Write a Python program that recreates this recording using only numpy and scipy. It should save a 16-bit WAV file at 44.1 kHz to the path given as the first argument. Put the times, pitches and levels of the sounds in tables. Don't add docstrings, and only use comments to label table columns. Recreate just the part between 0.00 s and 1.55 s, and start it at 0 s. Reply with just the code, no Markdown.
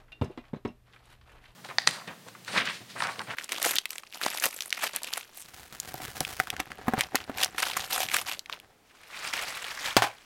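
import sys
import numpy as np
from scipy import signal
from scipy.io import wavfile

SR = 44100
rng = np.random.default_rng(int(sys.argv[2]) if len(sys.argv) > 2 else 0)


def transcribe(u):
    v = np.clip(np.atleast_2d(u).T, -1, 1)
    q = np.round(v * 32767).astype(np.int16)
    wavfile.write(sys.argv[1], SR, q)


def gain_from_db(level_db):
    decades = np.asarray(level_db, float) / 20
    return 10 ** decades


N = 68355


def rms_one(x):
    return x / np.sqrt(np.mean(x ** 2) + 1e-20)


def at_hz(points, hz):
    table = np.array(points)
    return np.interp(np.log(hz), np.log(table[:, 0]), table[:, 1])


def clicks(start_s, gain):
    out = np.full(N, 1e-18)
    np.add.at(out, (np.asarray(start_s) * SR).astype(int), gain)
    return out


def ring(x, hz, t60):
    radius = gain_from_db(-60 / (t60 * SR))
    angle = 2 * np.pi * hz / SR
    return signal.lfilter([0, np.sin(angle)], [1, -2 * radius * np.cos(angle), radius * radius], x)


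def fade(x, t60):
    return signal.lfilter([1], [1, -gain_from_db(-60 / (t60 * SR))], x)


def bandpass(x, low_hz, high_hz):
    return signal.sosfilt(signal.butter(2, [low_hz, high_hz], "band", fs=SR, output="sos"), x)


def highpass(x, hz):
    return signal.sosfilt(signal.butter(2, hz, "high", fs=SR, output="sos"), x)


def bands(low_hz):
    edges = low_hz * 2 ** np.arange(0, np.log2(17000 / low_hz), 0.5)
    settle = 4000
    white = rng.standard_normal((2, N + settle))
    for k, low in enumerate(edges):
        noise = bandpass(white[k % 2], low, min(low * 2 ** 0.5, 0.45 * SR))
        yield low * 2 ** 0.25, noise[settle:]


def drift(rate_hz):
    r = np.exp(-2 * np.pi * rate_hz / SR)
    slow = signal.lfilter([1], [1, -2 * r, r * r], rng.standard_normal(N + 20000))[20000:]
    return rms_one(slow - slow.mean())


# start_s [s], length_s [s], level_db [dB], brightness [dB per octave]
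PULL_STROKES = [(-.05, 0.049, -55, -3), (0.05, 0.3, -72.5, -7), (0.293, 0.026, -61, -0.5),
                (0.423, 0.061, -63.5, -3), (0.845, 0.097, -64, 0), (0.919, 0.092, -63, 0),
                (1.022, 0.083, -61.5, 3), (1.086, 0.046, -56.5, 0.5), (1.211, 0.072, -67.5, 0),
                (1.259, 0.077, -57, 0), (1.332, 0.067, -59.5, -2), (1.41, 0.056, -59.5, 3),
                (1.462, 0.056, -63.5, 0.5)]


def pull():
    rise_s, t60_s, resting_db = 0.031, 0.19, -75
    start_s, length_s, level_db, brightness = (c[:, None] for c in np.transpose(PULL_STROKES))
    t = np.arange(N) / SR - start_s
    decay_db = 60 * np.clip(t - length_s, 0, 2) / t60_s
    gain = gain_from_db(level_db - decay_db) * np.clip(t / rise_s, 0, 1)
    total = gain.sum(axis=0) + gain_from_db(resting_db)
    return total, (gain * brightness).sum(axis=0) / total


# frequency_hz [Hz], density_db [dB per Hz]
PAPER_COLOUR = [(200, -7.5), (500, 0.5), (1100, 2), (2000, -2.5), (3400, -4), (5500, -30), (10000, -20),
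                (15500, -28.5)]


def paper():
    grains_per_s, grain_spread_db, grain_cycles, clump_db = 4000, 2, 4.35, 1.5
    slide_db, slide_flutter_db = -3, 1.5
    gain, tilt = pull()
    sizes = gain_from_db(grain_spread_db * np.minimum(rng.exponential(1, N), 4)) * rng.choice([-1, 1], N)
    born = rng.random(N) < grains_per_s * gain_from_db(clump_db * drift(30)) / SR
    pitches_hz = np.geomspace(400, 14000, 24)
    dealt = rng.integers(0, 24, N)
    grains = np.zeros(N)
    for k, hz in enumerate(pitches_hz):
        octaves = np.log2(hz / 2000)
        colour_db = at_hz(PAPER_COLOUR, hz) + 20 * np.log10(hz / 2000) + tilt * octaves
        grains += gain_from_db(colour_db) * ring(sizes * born * (dealt == k) + 1e-18, hz, grain_cycles / hz)
    together = drift(16.0)
    slide = np.zeros(N)
    for hz, noise in bands(200.2):
        colour_db = at_hz(PAPER_COLOUR, hz) + tilt * np.log2(hz / 2000)
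        flutter_db = slide_flutter_db * together + 4.5 * drift(23)
        slide += gain_from_db(colour_db + flutter_db) * noise
    return gain * gain_from_db(-4) * (rms_one(grains) + gain_from_db(slide_db) * rms_one(slide))


# frequency_hz [Hz], density_db [dB per Hz]
FLOOR_COLOUR = [(20, 3.5), (50, -7.5), (120, -16), (300, -23.5), (800, -33), (3000, -38), (8000, -45),
                (15500, -39)]
# start_s [s], level_db [dB]
BOX_SHIFT = [
    (0.8, -103),
    (0.826, -60),
    (0.9, -65),
    (0.918, -78),
    (1.328, -54.5),
    (1.40, -62.5),
    (1.51, -60),
    (1.545, -83),
]


def room_tone():
    t = np.arange(N) / SR
    floor = rms_one(sum(gain_from_db(at_hz(FLOOR_COLOUR, hz)) * noise for hz, noise in bands(21.26)))
    hum = gain_from_db(-64 + 0.4 * drift(11)) * np.sin(2 * np.pi * 120 * t)
    rumble = rms_one(bandpass(rng.standard_normal(N), 25, 85))
    rumble_db = np.interp(t, *np.transpose(BOX_SHIFT)) - 4.0
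    return gain_from_db(-62) * floor + hum + gain_from_db(rumble_db) * rumble


# start_s [s], level_db [peak dB], pitch_hz [Hz], spray_s [s]
SNAPS = [(.083, -53, 1710, 0.06), (0.1217, -45.5, 2670, 0.087), (.1197, -61, 10260, .03),
         (.214, -63, 8800, 0.093), (.226, -55, 8800, 0.1), (.245, -50.5, 7860, 0.052),
         (0.315, -58, 8100, 0.016), (.44, -47.5, 1430, 0.059), (0.453, -50, 2260, 0.043),
         (.483, -52.5, 3150, .03), (0.676, -61, 8100, .05), (0.87, -61.5, 2770, 0.19),
         (0.874, -64, 1120, 0.021), (.902, -52, 1320, 0.026), (.534, -72, 8500, .03),
         (.534, -61, 2570, 0.027), (.001, -64, 5070, 0.037), (.927, -55, 3590, .02),
         (0.9345, -44, 2310, 0.019), (0.9379, -42.5, 2020, 0.027), (0.971, -50.5, 1170, 0.019),
         (0.962, -43, 1500, 0.046), (.99, -57, 2960, 0.045), (1.03, -57.5, 1110, 0.035),
         (1.055, -62, 1660, 0.022), (1.055, -55.5, 7800, .05), (1.075, -52.5, 1300, 0.042),
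         (1.117, -50, 1500, 0.018), (1.127, -50, 1180, 0.041), (1.101, -56, 8500, 0.033),
         (1.103, -56, 2930, 0.16), (1.112, -60, 10500, .08), (1.124, -55.5, 11400, 0.11),
         (1.127, -54, 2930, 0.074), (1.212, -51, 1250, 0.055), (1.213, -54.5, 3200, 0.053),
         (1.259, -56, 1290, .03), (1.275, -54, 2530, 0.028), (1.295, -49.5, 1960, 0.05),
         (1.319, -53, 1500, 0.017), (1.352, -52, 1170, 0.046), (1.318, -57, 8900, 0.033),
         (1.441, -45.5, 1900, 0.044), (1.4555, -42, 2360, 0.055), (1.50, -85, 9000, .04),
         (1.518, -60, 9000, 0.022), (0.2144, -42, 3220, 0.046), (0.3743, -51.5, 3720, 0.026),
         (0.6498, -48, 3460, 0.048), (1.463, -52.5, 1500, .04)]


def snaps():
    cycles, spray_db, span, tick_db = 6.5, -6.5, 1.72, -2
    out = np.zeros(N)
    for start_s, level_db, pitch_hz, spray_s in SNAPS:
        hit = clicks([start_s], gain_from_db(level_db))
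        low_hz, high_hz = pitch_hz / span, min(pitch_hz * span, 16000)
        spray = rms_one(bandpass(rng.standard_normal(N), low_hz, high_hz))
        body = ring(hit, pitch_hz, cycles / pitch_hz) + gain_from_db(spray_db) * spray * fade(hit, spray_s)
        out += bandpass(body, low_hz, high_hz)
        out += gain_from_db(tick_db) * ring(hit, min(2 * pitch_hz, 15000), 2.1 / pitch_hz)
    return out


def clinks(start_s, level_db, modes, share_db):
    out = np.zeros(N)
    for k, (hz, mode_db, t60) in enumerate(modes):
        hits = clicks(start_s, gain_from_db(level_db + mode_db + share_db[:, k]))
        out += gain_from_db(3 * drift(60)) * ring(hits, hz, t60)
    return out


# frequency_hz [Hz], level_db [dB], t60_s [s]
JAR_MODES = [(1320, -37, 0.03), (1500, -5, 0.055), (2430, -24, 0.048), (2466, -4, 0.099),
             (2770, -0.5, 0.13), (2733, -7.5, 0.087), (3630, -9.5, 0.048), (3620, -4.5, 0.044),
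             (4270, -32, 0.025), (5560, -43, .06), (9350, -16, 0.015), (10470, -20.5, 0.065)]
# start_s [s], level_db [peak dB]
JAR_STRIKES = [
    (.1200, -43),
    (.128, -49.5),
    (0.215, -45.5),
    (0.319, -61.5),
]


def jar():
    start_s, level_db = np.transpose(JAR_STRIKES)
    share_db = -5 + 0.92 * rng.normal(0, 1, (len(start_s), len(JAR_MODES)))
    return clinks(start_s, level_db, JAR_MODES, share_db)


# start_s [s], level_db [peak dB], pitch_hz [Hz], swing_cycles [cycles], crack_db [dB]
BOX_KNOCKS = [(0.2132, -19.5, 120.4, 1.72, -33), (0.2138, -24.5, 240, 3.44, -19.5),
              (0.2128, -35.5, 935, 3.4, -30), (.2195, -26, 557, 2.52, -15.5), (0.2196, -31, 910, 2.96, -23),
              (0.231, -32, 414, 3.56, -19.5), (0.237, -30, 132, 1.77, -18.5), (0.244, -37, 390, 2.4, -23),
              (.257, -40.5, 216, 3.53, -13), (0.277, -41, 168, 1.2, -18), (0.2984, -36.5, 323, 1.5, -30),
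              (0.3045, -35.5, 386, 2.08, -30), (0.3753, -33, 324, 0.9, -7.5),
              (0.382, -39.5, 480, 0.79, -10.5), (0.3828, -44, 300, 1.36, -21),
              (0.391, -49.5, 294, 1.73, -20), (0.4, -56, 410, 3.5, -30),
              (0.5327, -24.5, 206.3, 1.32, -29.5), (.5332, -39.5, 917, 3.2, -13.5),
              (0.5363, -35, 494, 2.66, -20.5), (0.5446, -36.5, 158.5, 1.6, -15.5),
              (0.546, -44, 960, 4.5, -32), (0.56, -40, 200, 1.07, -18), (0.5654, -39, 236, 0.92, -25),
              (0.566, -42.5, 397, 1.8, -17), (0.65, -22.5, 285, 1.75, -15.5),
              (.6573, -26.5, 229, 1.14, -41), (0.6554, -28.5, 401, 2.65, -26.5),
              (0.6546, -35, 930, 6, -8.5), (0.666, -37.5, 237, 2.07, -49), (.675, -36.5, 365, 2.4, -40),
              (0.685, -40.5, 250, 1.5, -49), (.701, -40, 220, 2.2, -44)]
# frequency_hz [Hz], level_db [dB], t60_s [s]
BOX_MODES = [(111, 17.5, 0.024), (141, -6.5, 0.1), (196, -1, 0.082), (239.9, 3.5, 0.14), (300, -17, 0.14),
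             (344, 5.5, 0.051), (394.8, 3, 0.11), (480, -0.5, 0.08), (551, -7, 0.11), (605, -1.5, 0.14),
             (716, 2.5, 0.066), (850, 4, 0.07), (843, -3, 0.091), (974, -9.5, 0.16)]
# frequency_hz [Hz], density_db [dB per Hz]
CRACK_COLOUR = [(290, -29), (500, -9), (646, -10.5), (949, -11.5), (2390, -18.5), (3670, -27.5),
                (4290, -40.5), (15000, -49)]
# frequency_hz [Hz], t60_s [s]
CRACK_DECAY = [(500, 0.15), (2000, 0.093), (6000, 0.24), (14000, 0.056)]


def knocks():
    swing_edge_s, swing_loss_db, low_share = 0.00076, -1, 0.38
    afterring_db, reach_oct = -16, 0.62
    wobble_hz, wobble_db = 35, 4.0
    crack_rise_s, crack_s, crack_tail_db = 0.00045, 0.0034, -10
    start_s, level_db, pitch_hz, cycles, crack_db = np.transpose(BOX_KNOCKS)

    t = np.arange(N) / SR - start_s[:, None]
    phase_cycles = t * pitch_hz[:, None]
    overtime_s = np.clip(t - (cycles / pitch_hz)[:, None], 0, 1)
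    envelope = np.exp(-overtime_s / swing_edge_s) * (t > 0)
    envelope = envelope * gain_from_db(level_db[:, None] + swing_loss_db * np.clip(phase_cycles, 0, 10))
    swing = -envelope * np.sin(2 * np.pi * phase_cycles)
    out = sum(highpass(row, low_share * hz) for hz, row in zip(pitch_hz, swing))

    chance = rng.normal(0, 1, (len(start_s), len(BOX_MODES)))
    ring_start_s = start_s + 0.694 * cycles / pitch_hz
    for k, (mode_hz, mode_db, t60) in enumerate(BOX_MODES):
        near_db = -6 * np.abs(np.log2(mode_hz / pitch_hz)) / reach_oct
        strike_db = level_db + afterring_db + mode_db + near_db + 2.0 * chance[:, k]
        strikes = clicks(ring_start_s, gain_from_db(strike_db) * np.sign(chance[:, k - 1]))
        out += gain_from_db(wobble_db * drift(wobble_hz)) * ring(strikes, mode_hz, t60)

    hits = clicks(start_s, gain_from_db(level_db + crack_db) / (crack_rise_s * SR))
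    hits = fade(hits, crack_rise_s * np.log(1000))
    for hz, noise in bands(491):
        shape = fade(hits, crack_s * 7) + gain_from_db(crack_tail_db) * fade(hits, at_hz(CRACK_DECAY, hz))
        out += gain_from_db(at_hz(CRACK_COLOUR, hz) + 23.0) * noise * shape
    return highpass(out, 55.0)


# frequency_hz [Hz], level_db [dB], t60_s [s]
LID_MODES = [(2459, -6.5, 0.12), (2756, 2, 0.07), (3985, 1, 0.13), (4960, 8.5, 0.043), (5350, 8.5, 0.042),
             (6200, 10.5, 0.054), (7500, -20, .03)]
# start_s [s], level_db [peak dB], pitch_hz [Hz]
LID_TOUCHES = [(0.244, -58.5, 5540), (0.251, -57, 4350), (.322, -62.5, 2459), (.377, -59, 3985),
               (0.394, -52.5, 2459), (.559, -81, 6200), (0.56, -67, 3985), (0.655, -61, 3985),
               (0.677, -64, 5710), (0.689, -58, 2756), (0.711, -73, 2756)]


def lid():
    reach_oct = 0.11
    start_s, level_db, pitch_hz = np.transpose(LID_TOUCHES)
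    away_oct = np.abs(np.log2(np.transpose(LID_MODES)[0] / pitch_hz[:, None]))
    return clinks(start_s, level_db, LID_MODES, -6 * away_oct / reach_oct)


def room(x):
    level_db, t60_s, gap_s = -14.5, 0.19, 0.0032
    t = np.arange(SR // 3) / SR
    echo = rng.standard_normal(len(t)) * gain_from_db(-60 * t / t60_s) * (t > gap_s)
    echo = bandpass(echo, 570, 6000)
    echo = echo / np.sqrt(np.sum(echo ** 2))
    return x + gain_from_db(level_db) * signal.fftconvolve(x, echo)[:N]


def scene():
    rustle = paper()
    background = room_tone()
    impacts = snaps() + jar() + knocks() + lid()
    return (room(impacts) + rustle + background)[None]


def top_cut(x):
    return signal.sosfilt(signal.butter(12, 15630, fs=SR, output="sos"), x)


def record(dry):
    cut = signal.sosfilt(signal.cheby2(12, 50, 16300, fs=SR, output="sos"), dry)
    mix = signal.sosfilt(signal.butter(2, 12240, fs=SR, output="sos"), cut)
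    return top_cut(mix)


dry = scene()
out = record(dry)
transcribe(out)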